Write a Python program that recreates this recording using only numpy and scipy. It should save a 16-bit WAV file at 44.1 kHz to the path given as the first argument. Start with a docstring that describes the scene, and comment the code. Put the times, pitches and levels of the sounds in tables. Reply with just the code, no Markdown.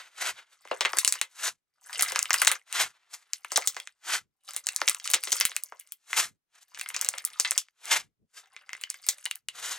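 """Two hands knead glitter slime on a table, close to a stereo microphone in a small, dry room.
First the fingers peel off the sticky mass: a dense, tearing crackle of short resonant ticks and hiss.
Then a squeeze bursts trapped air pockets: each a sharp snap, a quick falling chirp and a puff of air.
Peels and groups of pops go on in turn, the longest from 4.5 to 6.1 s, the last pops fainter, then a peel.
Faint squelching, soft landings and low thumps under loud pops lie beneath, over a very faint, dark hiss."""
import sys
import numpy as np
from scipy import signal
from scipy.fft import rfft, irfft, next_fast_len
from scipy.io import wavfile
from scipy.ndimage import uniform_filter1d, minimum_filter1d, map_coordinates

SR = 44100
rng = np.random.default_rng(int(sys.argv[2]) if len(sys.argv) > 2 else 0)


def output_pcm(signal):
    """Save a mono or channel-first signal as 16-bit PCM at the path in sys.argv[1].

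    Samples are clipped to [-1, 1] before scaling.
    """
    pcm = np.clip(np.atleast_2d(signal).T, -1, 1) * 32767
    wavfile.write(sys.argv[1], SR, np.round(pcm).astype(np.int16))


N = 431298  # samples, about 9.8 s

# The larger air pockets bursting, levels ahead of the trims in pops(). Each row: start in seconds,
# snap level in dB, snap pitch in Hz, chirp level in dB, chirp centre in Hz, chirp spread in octaves,
# room level against the pop in dB.
POPS = [(.652, -59, 6790, -38, 955, 0.55, -2), (0.7127, -39.5, 6700, -17, 800, 0.47, 1.5),
        (0.7158, -51, 6460, -26.5, 2800, 0.14, -3), (0.8086, -17.5, 5730, -15.5, 2350, 0.68, 2.5),
        (0.8503, -32, 7100, -14, 2200, 0.54, 3), (0.8566, -26.5, 6800, -14.5, 2370, 0.57, -7),
        (.933, -27.5, 5300, -19, 1320, 0.43, -5), (.9705, -21.5, 9300, -26.5, 1870, 0.91, -7),
        (0.9865, -4, 7940, -16, 2660, 0.31, -4), (1.0483, -7.5, 8300, -19.5, 2880, 0.19, -6),
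        (1.0773, -2, 7540, -22.5, 3380, 0.66, -5.5), (1.1246, -9.5, 8800, -23.5, 2720, 0.37, -6.5),
        (1.1395, -29, 7800, -29, 2680, 0.41, -3), (1.2145, -14.5, 7670, -17.5, 2590, 0.49, -3.5),
        (1.93, -32.5, 7360, -30, 3140, 0.32, 2.5), (1.995, -23, 6600, -25, 3380, 0.53, 5.5),
        (2.01, -17, 9600, -19.5, 2210, 0.43, -3.5), (2.024, -3, 9300, -26, 2640, .8, -4),
        (2.0985, -33, 7900, -37, 2570, .42, 5), (2.1219, -40, 7000, -28.5, 1980, 1.2, 3.5),
        (2.1595, -19, 6100, -14.5, 1800, 0.39, -2.5), (2.1916, -13, 7000, -23.5, 2610, 0.34, -7.5),
        (2.2289, -15, 7000, -34.5, 3420, 0.5, -12.5), (2.3065, -15.5, 5780, -12, 1830, 0.39, -4.5),
        (2.3312, -14, 6630, -30, 2360, .77, 1), (2.3421, -12.5, 8400, -12, 2050, 0.36, -2),
        (2.3849, -27, 7900, -51, 2330, 0.64, -12), (2.4183, -11, 8900, -11, 1930, 0.37, 0),
        (2.449, -18, 7900, -23.5, 2550, 0.66, -4.5), (2.4711, -10, 6470, -30.5, 2500, 0.86, -3.5),
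        (2.4736, -10, 6630, -7.5, 2435, 0.45, -3.5), (2.479, -4.5, 8030, -22, 2510, 0.52, -8),
        (2.5159, -15.5, 9500, -18.5, 2720, 0.55, 2.5), (2.7271, -22.5, 8000, -29.5, 2830, 0.3, -2.5),
        (3.334, -17.5, 6900, -28.5, 3190, 0.36, -8.5), (3.447, -36, 9200, -25, 1770, 0.34, -7.5),
        (3.519, -23.5, 6250, -26.5, 1280, 0.49, -0.5), (3.56, -14.5, 6000, -24.5, 3350, 0.7, 6.5),
        (3.5747, -6.5, 8400, -21.5, 2300, 0.9, -14), (3.5776, -38, 6570, -14, 1000, 0.39, -3.5),
        (3.6743, -3.5, 7580, -26.5, 3820, .67, -7), (3.7665, -32.5, 6600, -26, 1550, 0.51, 0.5),
        (3.8008, -33, 8200, -27.5, 3290, 0.27, -7), (3.8735, -34, 6670, -29, 2400, 0.32, -11),
        (4.5644, -18.5, 9200, -31.5, 2330, 0.63, -2.5), (4.6691, -16, 7200, -29, 2330, 0.49, -7),
        (4.6883, -18.5, 7200, -19.5, 2730, 0.28, -6.5), (4.7627, -15.5, 7740, -35.5, 3100, 0.42, -5.5),
        (4.8164, -21, 5230, -14.5, 1450, 0.4, -6.5), (4.819, -45, 6000, -29, 743, 0.62, -1),
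        (4.878, -16, 6500, -13, 3060, 0.39, 2), (4.8864, -13, 7060, -22, 2540, 0.62, -12),
        (4.8968, -8, 8800, -26, 3360, 0.5, -7.5), (4.9475, -22.5, 8200, -30.5, 2510, 0.41, -14),
        (4.9993, -37, 6100, -33, 3240, 0.3, -5.5), (5.0427, -37, 6800, -42.5, 3550, 0.3, 13),
        (5.0552, -30, 7000, -29.5, 2900, 0.38, 0), (5.0759, -22, 7300, -22.5, 3010, .26, -7.5),
        (5.102, -23, 10700, -34.5, 2500, 0.61, 4.5), (5.1146, -20, 8850, -41, 2900, 0.66, -13),
        (5.1362, -12, 6800, -16, 2600, .51, -0.5), (5.1407, -13, 6470, -11, 3700, .46, -2),
        (5.1452, -13, 8340, -18.5, 3020, 0.27, -23.5), (5.1477, -40, 6600, -34, 516, 0.59, 1),
        (5.2376, -21, 10200, -28, 2860, 0.4, -2.5), (5.2731, -31, 6060, -26.5, 2590, .88, 1.5),
        (5.3196, -21, 6900, -33, 3500, 0.82, 12), (5.3285, -12.5, 6440, -25.5, 2600, 0.76, -11.5),
        (5.33, -42, 6500, -39, 430, 0.3, -3), (5.3675, -27.5, 7140, -33.5, 3150, 0.29, 7),
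        (5.401, -17, 10700, -27, 2560, 0.33, 2), (5.4103, -14, 6100, -13.5, 2930, 0.48, -1.5),
        (5.4529, -8.5, 9300, -18, 2900, 0.41, -3), (5.5171, -49, 7700, -28.5, 2600, 0.45, -4.5),
        (5.5651, -16, 8400, -23.5, 2490, 0.35, -6.5), (5.637, -21.5, 10900, -67, 3250, 0.2, -10),
        (5.7227, -55, 6200, -30.5, 1090, 0.38, -4), (5.7986, -32.5, 11240, -49, 3020, 0.33, -5),
        (5.922, -27, 11840, -44, 3290, 0.2, -4), (6.131, -28.5, 6700, -17.5, 2090, 0.35, -8),
        (6.7468, -40, 6360, -38.5, 3020, 0.39, 0.5), (6.796, -31.5, 6000, -34, 2360, 0.24, -1.5),
        (6.813, -24.5, 8400, -23, 2730, 0.32, -6), (6.8607, -51, 6900, -27.5, 2160, 0.3, -7),
        (6.889, -26, 9800, -42, 2160, 0.24, 0.5), (6.945, -29.5, 6600, -27, 2410, 0.24, 5),
        (6.9645, -19.5, 6100, -28, 2570, 0.5, -2), (7.0133, -15.5, 7250, -32, 2200, 0.47, -1.5),
        (7.023, -31, 7600, -30, 1930, .45, -3), (7.0474, -20, 7700, -31.5, 3060, 0.67, -3),
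        (7.0887, -4, 7970, -26, 2540, 0.53, -14.5), (7.1385, -50, 7040, -29, 1840, 0.52, 1.5),
        (7.1832, -25.5, 7260, -30.5, 2830, 0.39, -12), (7.251, -14, 10440, -53.5, 3500, .3, -4),
        (7.3993, -3, 7400, -23.5, 2320, 0.86, -7), (7.4485, -28.5, 5570, -16.5, 2600, 0.33, 4),
        (7.51, -12, 8370, -34.5, 3360, .77, -8.5), (7.5175, -22.5, 6900, -23, 2330, 0.52, -6.5),
        (7.5786, -9, 7220, -22, 3530, 0.26, -1), (7.6853, -62, 6970, -48, 2290, 0.36, -22),
        (7.856, -31.5, 7900, -51, 2420, .38, -5), (8.5647, -42, 5660, -36, 2340, 0.25, -5),
        (8.6928, -42.5, 6670, -32, 2070, 0.28, -7), (8.7322, -30, 5900, -27.5, 2070, 0.24, -7.5),
        (8.7509, -54, 6100, -35, 2060, 0.18, -15), (8.8374, -29, 6900, -22.5, 2900, .12, -7),
        (8.8131, -37, 9100, -44.5, 2730, 0.34, 4), (8.9021, -19.5, 8100, -41.5, 3000, 0.65, -6),
        (8.9429, -39, 7500, -36.5, 2250, 0.29, -2), (9.066, -30, 10700, -41.5, 3200, 0.74, 3.5),
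        (9.088, -7.5, 7230, -23, 3600, 0.62, -0.5), (9.2555, -20.5, 9360, -29, 2670, 0.37, -7),
        (9.2607, -63, 7600, -19, 2900, 0.25, -8), (9.3122, -23.5, 8700, -23, 2860, 0.29, -9),
        (9.3568, -29.5, 11600, -45, 3120, .3, -10), (9.4865, -25.5, 7730, -27, 2870, 0.2, -6)]
# The fingers tighten in waves, a few to a squeeze. Each row: start of full grip in seconds, hold in seconds,
# attack in seconds, release in seconds, squelch level in dB, fizz level in dB, ahead of the trims in squeezing().
SQUEEZES = [(0.658, 0.097, 0.28, 0.29, -62.5, -65.5), (0.825, 0.1, 0.3, 0.5, -49, -54.5),
            (0.968, 0.2, 0.072, 0.21, -52, -48), (1.97, 0.16, 0.29, 0.31, -42.5, -41.5),
            (2.151, 0.13, 0.085, 0.21, -51.5, -54.5), (2.332, .21, 0.16, 0.14, -44, -43),
            (3.331, 0.014, .2, 0.38, -69, -69.5), (3.53, 0.12, 0.29, 0.3, -53.5, -49.5),
            (3.675, .13, 0.12, 0.28, -61, -60.5), (4.489, 0.1, 0.12, 0.099, -55, -49.5),
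            (4.695, 0.27, 0.44, 0.17, -56.5, -53.5), (5.062, 0.091, 0.13, 0.23, -51.5, -46),
            (5.27, 0.2, 0.21, 0.36, -52.5, -44.5), (5.518, 0.38, 0.23, 0.19, -74, -67),
            (6.772, .04, 0.24, 0.13, -51.5, -50), (6.899, .21, 0.18, 0.6, -50, -49.5),
            (7.169, .17, .1, 0.42, -59, -60.5), (7.409, 0.18, 0.16, 0.15, -55.5, -49),
            (8.44, 0.28, .2, .2, -67.5, -74.5), (8.721, 0.19, 0.097, 0.27, -61, -68),
            (8.933, .44, .1, .05, -65.5, -60)]


def pops(rows, chirp_gain_db=-1.0, turns=1.91, puff_s=0.00027, pan_db=0.46, size=1024):
    """Each air pocket snaps, chirps downward, rings and lets out a puff; the room answers."""
    puff_of_snap_db, puff_of_chirp_db = -49.5, -42.5
    pocket_hz, puff_grows = 2400, 1.5  # pockets pitched below pocket_hz puff harder after their chirp
    lead_in_s = .0002
    out, t = np.zeros((2, N)), np.arange(size) / SR
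    chance = rng.standard_normal((len(rows), size))
    for row, luck, tail in zip(rows, chance, room_tails(len(rows))):
        s, snap_db, snap_hz, chirp_db, chirp_hz, spread, room_db = row
        held = 1 / (1 + (spread / 0.33) ** 6)  # the less its pitch falls, the more a pocket rings
        snap_puff = amp(snap_db + puff_of_snap_db)
        chirp_puff = amp(chirp_db + puff_of_chirp_db) * (pocket_hz / chirp_hz) ** puff_grows
        pop = burst(snap(t, snap_hz, luck, cycles=0.53, crack=0.26, edge_hz=3620), snap_db)
        falling = chirp(t, chirp_hz, spread, turns * np.exp(.2 * luck[-1]))
        pop += burst(falling, chirp_db + chirp_gain_db) / np.sqrt(1 + held ** 2)
        pop += held * burst(bubble(t, chirp_hz, cycles=4.8), chirp_db)
        puff = t * (1 - 0.92 * t / puff_s) * np.exp(-t / puff_s)
        pop += (snap_puff + chirp_puff) * burst(puff, 0)
        left_right = amp(pan_db * luck[-2] * np.array([[1], [-1]]))
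        add(out, pop * left_right, s - lead_in_s)
        answer = signal.fftconvolve(pop[None], tail, axes=1)
        add(out, amp(room_db) * answer, s - lead_in_s)
    return out


def snap(t, hz, chance, cycles, crack, edge_hz, reach=2.36):
    """The film breaks: a few ragged cycles of a high tone, too small for bass, dull far above its pitch."""
    u = t * hz / cycles
    tick = u * np.exp(-u) * (np.sin(2 * np.pi * hz * t) + crack * chance)
    top_hz = np.clip(reach * hz, 2 * edge_hz, SR / 2 - 1000)
    band = signal.butter(2, [edge_hz, top_hz], "bandpass", fs=SR, output="sos")
    return signal.sosfilt(band, tick)


def chirp(t, hz, spread, turns):
    """The hole widens, so that the pitch falls as turns / age; loudest around hz."""
    age = t + 1 / SR
    pitch = turns / age
    swell = np.sqrt(pitch) / np.cosh(0.67 * np.log2(pitch / hz) / max(spread, .2))
    swell = swell / np.sqrt(1 + (pitch / 5200) ** 8 + (330 / pitch) ** 6)  # the hole's smallest and widest size
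    return swell * np.sin(2 * np.pi * turns * np.log(age * hz)) * (pitch < SR / 3)


def bubble(t, hz, cycles):
    """A pocket that keeps its shape rings on at one pitch."""
    return np.sin(2 * np.pi * hz * t) * np.exp(-t * hz / cycles) * (1 - np.exp(-t * hz))


def burst(x, db):
    """Scale a short sound to a level taken over one millisecond."""
    return amp(db) * x / np.sqrt(np.sum(x ** 2) * 1000 / SR + 1e-20)


def small_pops(grip, snap_db=12, chirp_db=14, scatter_db=3, snap_hz=7300, chirp_hz=2400, octaves=.28,
               spread=.38, room_db=-3, count=4):
    """Small pockets burst at chance moments of every squeeze, louder the firmer the grip; rows like POPS."""
    rows = []
    for start, hold, *_ in SQUEEZES:
        times = start + hold * (np.arange(count) + rng.random(count)) / count
        for s, luck in zip(times, rng.standard_normal((count, 4))):
            body_db, fizz_db = 20 * np.log10(grip[:, min(int(s * SR), N - 1)])
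            rows.append((s,
                         fizz_db + snap_db + scatter_db * luck[0], snap_hz * 2 ** (octaves * luck[1] / 2),
                         body_db + chirp_db + scatter_db * luck[2], chirp_hz * 2 ** (octaves * luck[3]),
                         spread, room_db))
    return rows


def low_thumps(push_s=0.00043, rebound=0.74, size=1024):
    """A low thump under some of the loudest pops: one push and its rebound, with no ring."""
    # Each row: start in seconds, thump level in dB as rms over 1 ms.
    thumps = [(.9867, -45.5), (2.0248, -39.5), (2.48, -45.5), (3.6742, -47.5), (5.4533, -36.5),
              (7.0905, -51.5), (7.398, -49.5)]
    out, t = np.zeros((2, N)), np.arange(size) / SR
    for s, db in thumps:
        add(out, burst(t * (1 - rebound * t / push_s) * np.exp(-t / push_s), db), s)
    return out


def peeling():
    """Skin pulls free: thousands of threads part each second."""
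    # Fingers peeling off or dragging. Each row: start of full pull in seconds, hold in seconds, attack in
    # seconds, release in seconds, tearing level in dB, fizz level in dB, ahead of the trims below.
    peels = [(0.0, 0.018, .15, 0.24, -44, -56), (.222, 0.072, 0.14, 0.11, -30.5, -36.5),
             (.376, 0.014, 0.087, 0.19, -45.5, -60.5), (.53, 0.018, 0.14, 0.11, -65, -69.5),
             (1.44, 0.043, 0.21, 0.1, -33, -34.5), (2.765, 0.074, 0.14, .12, -28.5, -34),
             (2.95, 0.36, .1, .2, -68, -84), (3.135, 0.0061, 0.065, .2, -49.5, -46),
             (4.103, 0.064, 0.14, 0.093, -29, -33.5), (6.183, 0.042, 0.2, 0.12, -28.5, -29.5),
             (6.558, .025, 0.13, 0.15, -60, -66), (6.628, 0.002, 0.064, 0.036, -60, -53),
             (7.912, .055, .17, .125, -27.5, -33), (8.38, .015, 0.12, 0.1, -48.5, -49),
             (9.555, 0.053, .07, 0.083, -47, -52), (9.635, 0.11, 0.13, 0.18, -38.5, -41.5)]
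    # Colour of the tearing. Each row: frequency in Hz, relative level in dB.
    tearing = [(71, -23), (120, -27.5), (405, -14), (574, -17), (663, -8.5), (1230, -4), (1340, -0.5),
               (2060, -3.5), (2690, -4), (3110, -3.5), (5100, -2), (6670, 2.5), (14000, -8.5), (15200, -18),
               (16500, -83)]
    grains = crackle(rate=7000, scatter_db=3.5, clump_db=3.0, sharpness=2.5, wet_db=-5.5, hiss_db=-4.0)
    return sticky(grains, tearing, effort(peels), body_db=-1.5, fizz_db=2.0, split_hz=3850)


def squeezing(grip):
    """Pressed slime ticks with sparse small bubbles."""
    # Colour of the squelch. Each row: frequency in Hz, relative level in dB.
    squelch = [(88, -71), (150, -33.5), (336, -28), (798, -11), (864, -14.5), (1160, -5), (1720, -6),
               (2050, -6), (2700, -8.5), (4080, -13), (4870, -10.5), (8790, -9), (10500, -14), (15300, -22),
               (16500, -45.5)]
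    grains = crackle(rate=600, scatter_db=7, clump_db=3.5, sharpness=7, wet_db=-1, hiss_db=-10)
    return sticky(grains, squelch, grip + refill(), body_db=3, fizz_db=2.5, split_hz=4000)


def refill(squelch_db=-37, fizz_db=-39.5, decay_s=.021):
    """Gains of extra crackle after each larger burst, dying away as slime rushes into the pocket."""
    kicks = np.zeros((2, N))
    for s, snap_db, _, chirp_db, *_ in POPS:
        add(kicks, amp([[chirp_db + squelch_db], [snap_db + fizz_db]]), s)
    return signal.lfilter([1], [1, -np.exp(-1 / (decay_s * SR))], kicks)


def crackle(rate, scatter_db, clump_db, sharpness, wet_db, hiss_db, count=14):
    """Tiny bubbles of many sizes break in clumps, each ringing briefly at its own pitch; rms 1."""
    ticks = np.zeros(N)
    clumps = amp(clump_db * np.clip(wobble(70), -2, 2))
    for hz in np.geomspace(450, 14000, count):
        places = rng.integers(0, N, int(rate / count * N / SR))
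        sizes = amp(scatter_db * np.clip(rng.standard_normal(len(places)), -3, 2))
        sizes = sizes * rng.choice([-1, 1], len(places))
        clicks = np.bincount(places, sizes, N) * clumps
        ticks += signal.lfilter(*signal.iirpeak(hz, sharpness, fs=SR), clicks)
    hiss = unit(clumps * scattered(rng.standard_normal((2, N))))
    return unit(unit(ticks) + amp(wet_db) * unit(reflections(ticks)) + amp(hiss_db) * hiss)


def sticky(grains, spectrum, strokes, body_db, fizz_db, split_hz):
    """Crackle shaped by the slime: its low body and its high fizz each follow the strokes."""
    body, fizz = strokes
    colour = lambda hz: amp(along(spectrum, hz))
    low = lambda hz: 1 / (1 + (hz / split_hz) ** 6)
    dull = unit(filtered(grains, lambda hz: colour(hz) * low(hz)))
    bright = unit(filtered(grains, lambda hz: colour(hz) * (1 - low(hz))))
    return amp(body_db) * body * dull + amp(fizz_db) * fizz * bright


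def effort(rows, uneven_db=0.92):
    """Gains of the body and the fizz of the crackle over a series of strokes; the slime gives way unevenly."""
    t = np.arange(N) / SR
    coarse = t[::40]
    strokes = sum(amp([[body_db], [fizz_db]]) * stroke(coarse, *timing)
                  for *timing, body_db, fizz_db in rows)
    smooth = np.array([np.interp(t, coarse, gain) for gain in strokes])
    return smooth * amp(uneven_db * wobble(35))


def stroke(t, start, hold, attack, release):
    """Gain of one hand movement: it swells by 60 dB over the attack, holds, and dies by as much over the release."""
    away = np.maximum(start - t, 0) / attack + np.maximum(t - start - hold, 0) / release
    return amp(-60 * np.minimum(away, 3))


def wobble(rate):
    """A smooth random curve, rate knots a second."""
    knots = rng.standard_normal(int(N * rate / SR) + 4)
    return map_coordinates(knots, [np.arange(N) * rate / SR])


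def table(grip, thud_db=-3, press_db=-29):
    """The table top rumbles under pressing hands and swells at each soft landing."""
    # The lump and the hands settle softly. Each row: middle in seconds, level in dB ahead of the thud_db
    # trim, half length (one sigma of the swell) in seconds.
    thuds = [(0.32, -66, 0.029), (1.495, -68, 0.036), (2.835, -60.5, 0.038), (4.186, -68, 0.057),
             (6.274, -62, 0.044), (8.007, -63, 0.054), (8.228, -66, 0.021), (9.681, -73.5, 0.14)]
    # Colour of the rumble. Each row: frequency in Hz, relative level in dB.
    rumble = [(10, -22), (30, -12.5), (70, -4), (120, 3), (220, -4), (450, -12.5), (1200, -49.5)]
    t = np.arange(N) / SR
    landings = sum(amp(db + thud_db) * np.exp(-.5 * ((t - s) / half) ** 2) for s, db, half in thuds)
    noise = filtered(scattered(rng.standard_normal((2, N))), lambda hz: amp(along(rumble, hz)))
    return (landings + amp(press_db) * grip[0]) * unit(noise)


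def background(level_db=-94):
    """A very faint, dark hiss: noise that thins out above 150 Hz."""
    noise = rng.standard_normal((2, N))
    return amp(level_db) * unit(filtered(noise, lambda hz: 1 / np.sqrt(1 + hz / 150)))


def reflections(x, count=30):
    """Room reverberation of the crackle, drawn as a new random tail for each stretch."""
    out, step = np.zeros((2, N)), N // count + 1
    for k, tail in enumerate(room_tails(count)):
        stretch = x[None, k * step:(k + 1) * step]
        add(out, signal.fftconvolve(stretch, tail, axes=1), k * step / SR)
    return out


def room_tails(count, size=8192):
    """Stereo room reverberation as decaying noise, count random draws of it."""
    # Reverberation. Each row: frequency in Hz, time to fall by 60 dB in seconds.
    decay = [(150, 0.11), (500, 0.14), (2000, 0.12), (7000, 0.085), (15000, 0.086)]
    # Strength of the reflections. 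Each row: frequency in Hz, level in dB.
    walls = [(60, -14.5), (250, -11.5), (500, -4), (2000, -5), (4000, 1.5), (8000, -4.5), (15000, -1)]
    noise = scattered(rng.standard_normal((2, count * size)))
    noise = noise.reshape(2, count, size).swapaxes(0, 1)
    hz, t, z = signal.stft(noise, SR, nperseg=256)
    fading = amp(-60 * t / along(decay, hz)[:, None])
    tails = signal.istft(z * fading, SR, nperseg=256)[1]
    tails = tails * (1 - np.exp(-(np.arange(tails.shape[-1]) / SR / 0.00013) ** 2))  # soft onset
    tails = tails / np.sqrt(np.mean(np.sum(tails ** 2, axis=-1)))  # mean energy 1 ahead of the colouring
    return filtered(tails, lambda hz: room_modes(hz) * amp(along(walls, hz)))


def room_modes(hz):
    """A flat path plus a few fixed resonances of the room."""
    # Each row: centre in Hz, width in Hz, strength in dB against the flat path.
    resonances = [(394, 71, 0.5), (530, 26, 5.5), (1020, 200, -12), (2050, 79, 6.5)]
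    return 1 + sum(amp(db) * 1j * hz * w / (c * c - hz * hz + 1j * hz * w) for c, w, db in resonances)


def scattered(pair):
    """Two unrelated signals become a partly alike left and right."""
    # Scattered sound. Each row: frequency in Hz, left-right likeness from 0 to 1.
    alike = [(100, 0.97), (500, 0.2), (1500, 0.6), (3000, 0.8), (5000, 0.98), (8000, 0.6), (12000, 0.08),
             (16000, 0.1)]
    turn = lambda hz: np.arccos(np.clip(along(alike, hz), 0, 1)) / 2
    mid, side = filtered(pair, lambda hz: np.array([np.cos(turn(hz)), np.sin(turn(hz))]))
    return np.array([mid + side, mid - side])


def amp(db):
    """Decibels to an amplitude factor."""
    return 10 ** (np.asarray(db) / 20)


def unit(x):
    """Scale to rms 1."""
    return x / np.sqrt(np.mean(x ** 2) + 1e-20)


def along(points, hz):
    """Read a curve of (Hz, value) points on a log frequency axis."""
    f, v = np.transpose(points)
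    return np.interp(np.log(hz + 1), np.log(f + 1), v)


def filtered(x, response):
    """Filter x by a complex response of frequency."""
    n = x.shape[-1]
    m = next_fast_len(n + SR // 8)
    return irfft(rfft(x, m) * response(np.fft.rfftfreq(m, 1 / SR)), m)[..., :n]


def add(track, sound, s):
    """Mix a sound into a track from s seconds on."""
    i = max(round(s * SR), 0)
    part = sound[..., :max(N - i, 0)]
    track[..., i:i + part.shape[-1]] += part


def limited(x, size=13):
    """A fast limiter holds both channels' peaks to 0.97, its gain smoothed over a few samples."""
    needed = 1 / np.maximum(np.abs(x).max(axis=0) / .97, 1)
    return x * uniform_filter1d(minimum_filter1d(needed, size), size)


def scene():
    """Pops, low thumps, peels, squelch, table and hiss together, ahead of the microphone."""
    grip = effort(SQUEEZES)
    bursts = pops(POPS + small_pops(grip)) + low_thumps()
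    return bursts + peeling() + squeezing(grip) + table(grip) + background()


def record(dry):
    """The capsules differ in phase and level; the highest peaks are limited; then the band ends steeply."""
    # Phase between the capsules. Each row: frequency in Hz, radians by which left leads, ahead of
    # the easing towards the bass below.
    phase_lead = [(100, 3), (700, 0.14), (2000, 0.22), (4500, 1.04), (8000, .5), (9800, 0.78), (11500, 3),
                  (16000, 0.5)]
    # Level between the capsules. Each row: frequency in Hz, left minus right in dB.
    tilt = [(100, 0), (1000, 1.5), (4500, 0.5), (6500, 3), (8500, 0.5), (10300, -3.5), (11500, 7.5),
            (15000, -2)]
    top_hz = 16700
    half = np.array([[.5], [-.5]])  # each capsule takes half of the difference
    lead = lambda hz: along(phase_lead, hz) * hz / (hz + 100)
    heard = filtered(dry, lambda hz: amp(half * along(tilt, hz)) * np.exp(1j * half * lead(hz)))
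    return filtered(limited(heard), lambda hz: np.clip((top_hz - hz) / 800 + .5, 0, 1))


dry = scene()
out = record(dry)
output_pcm(out)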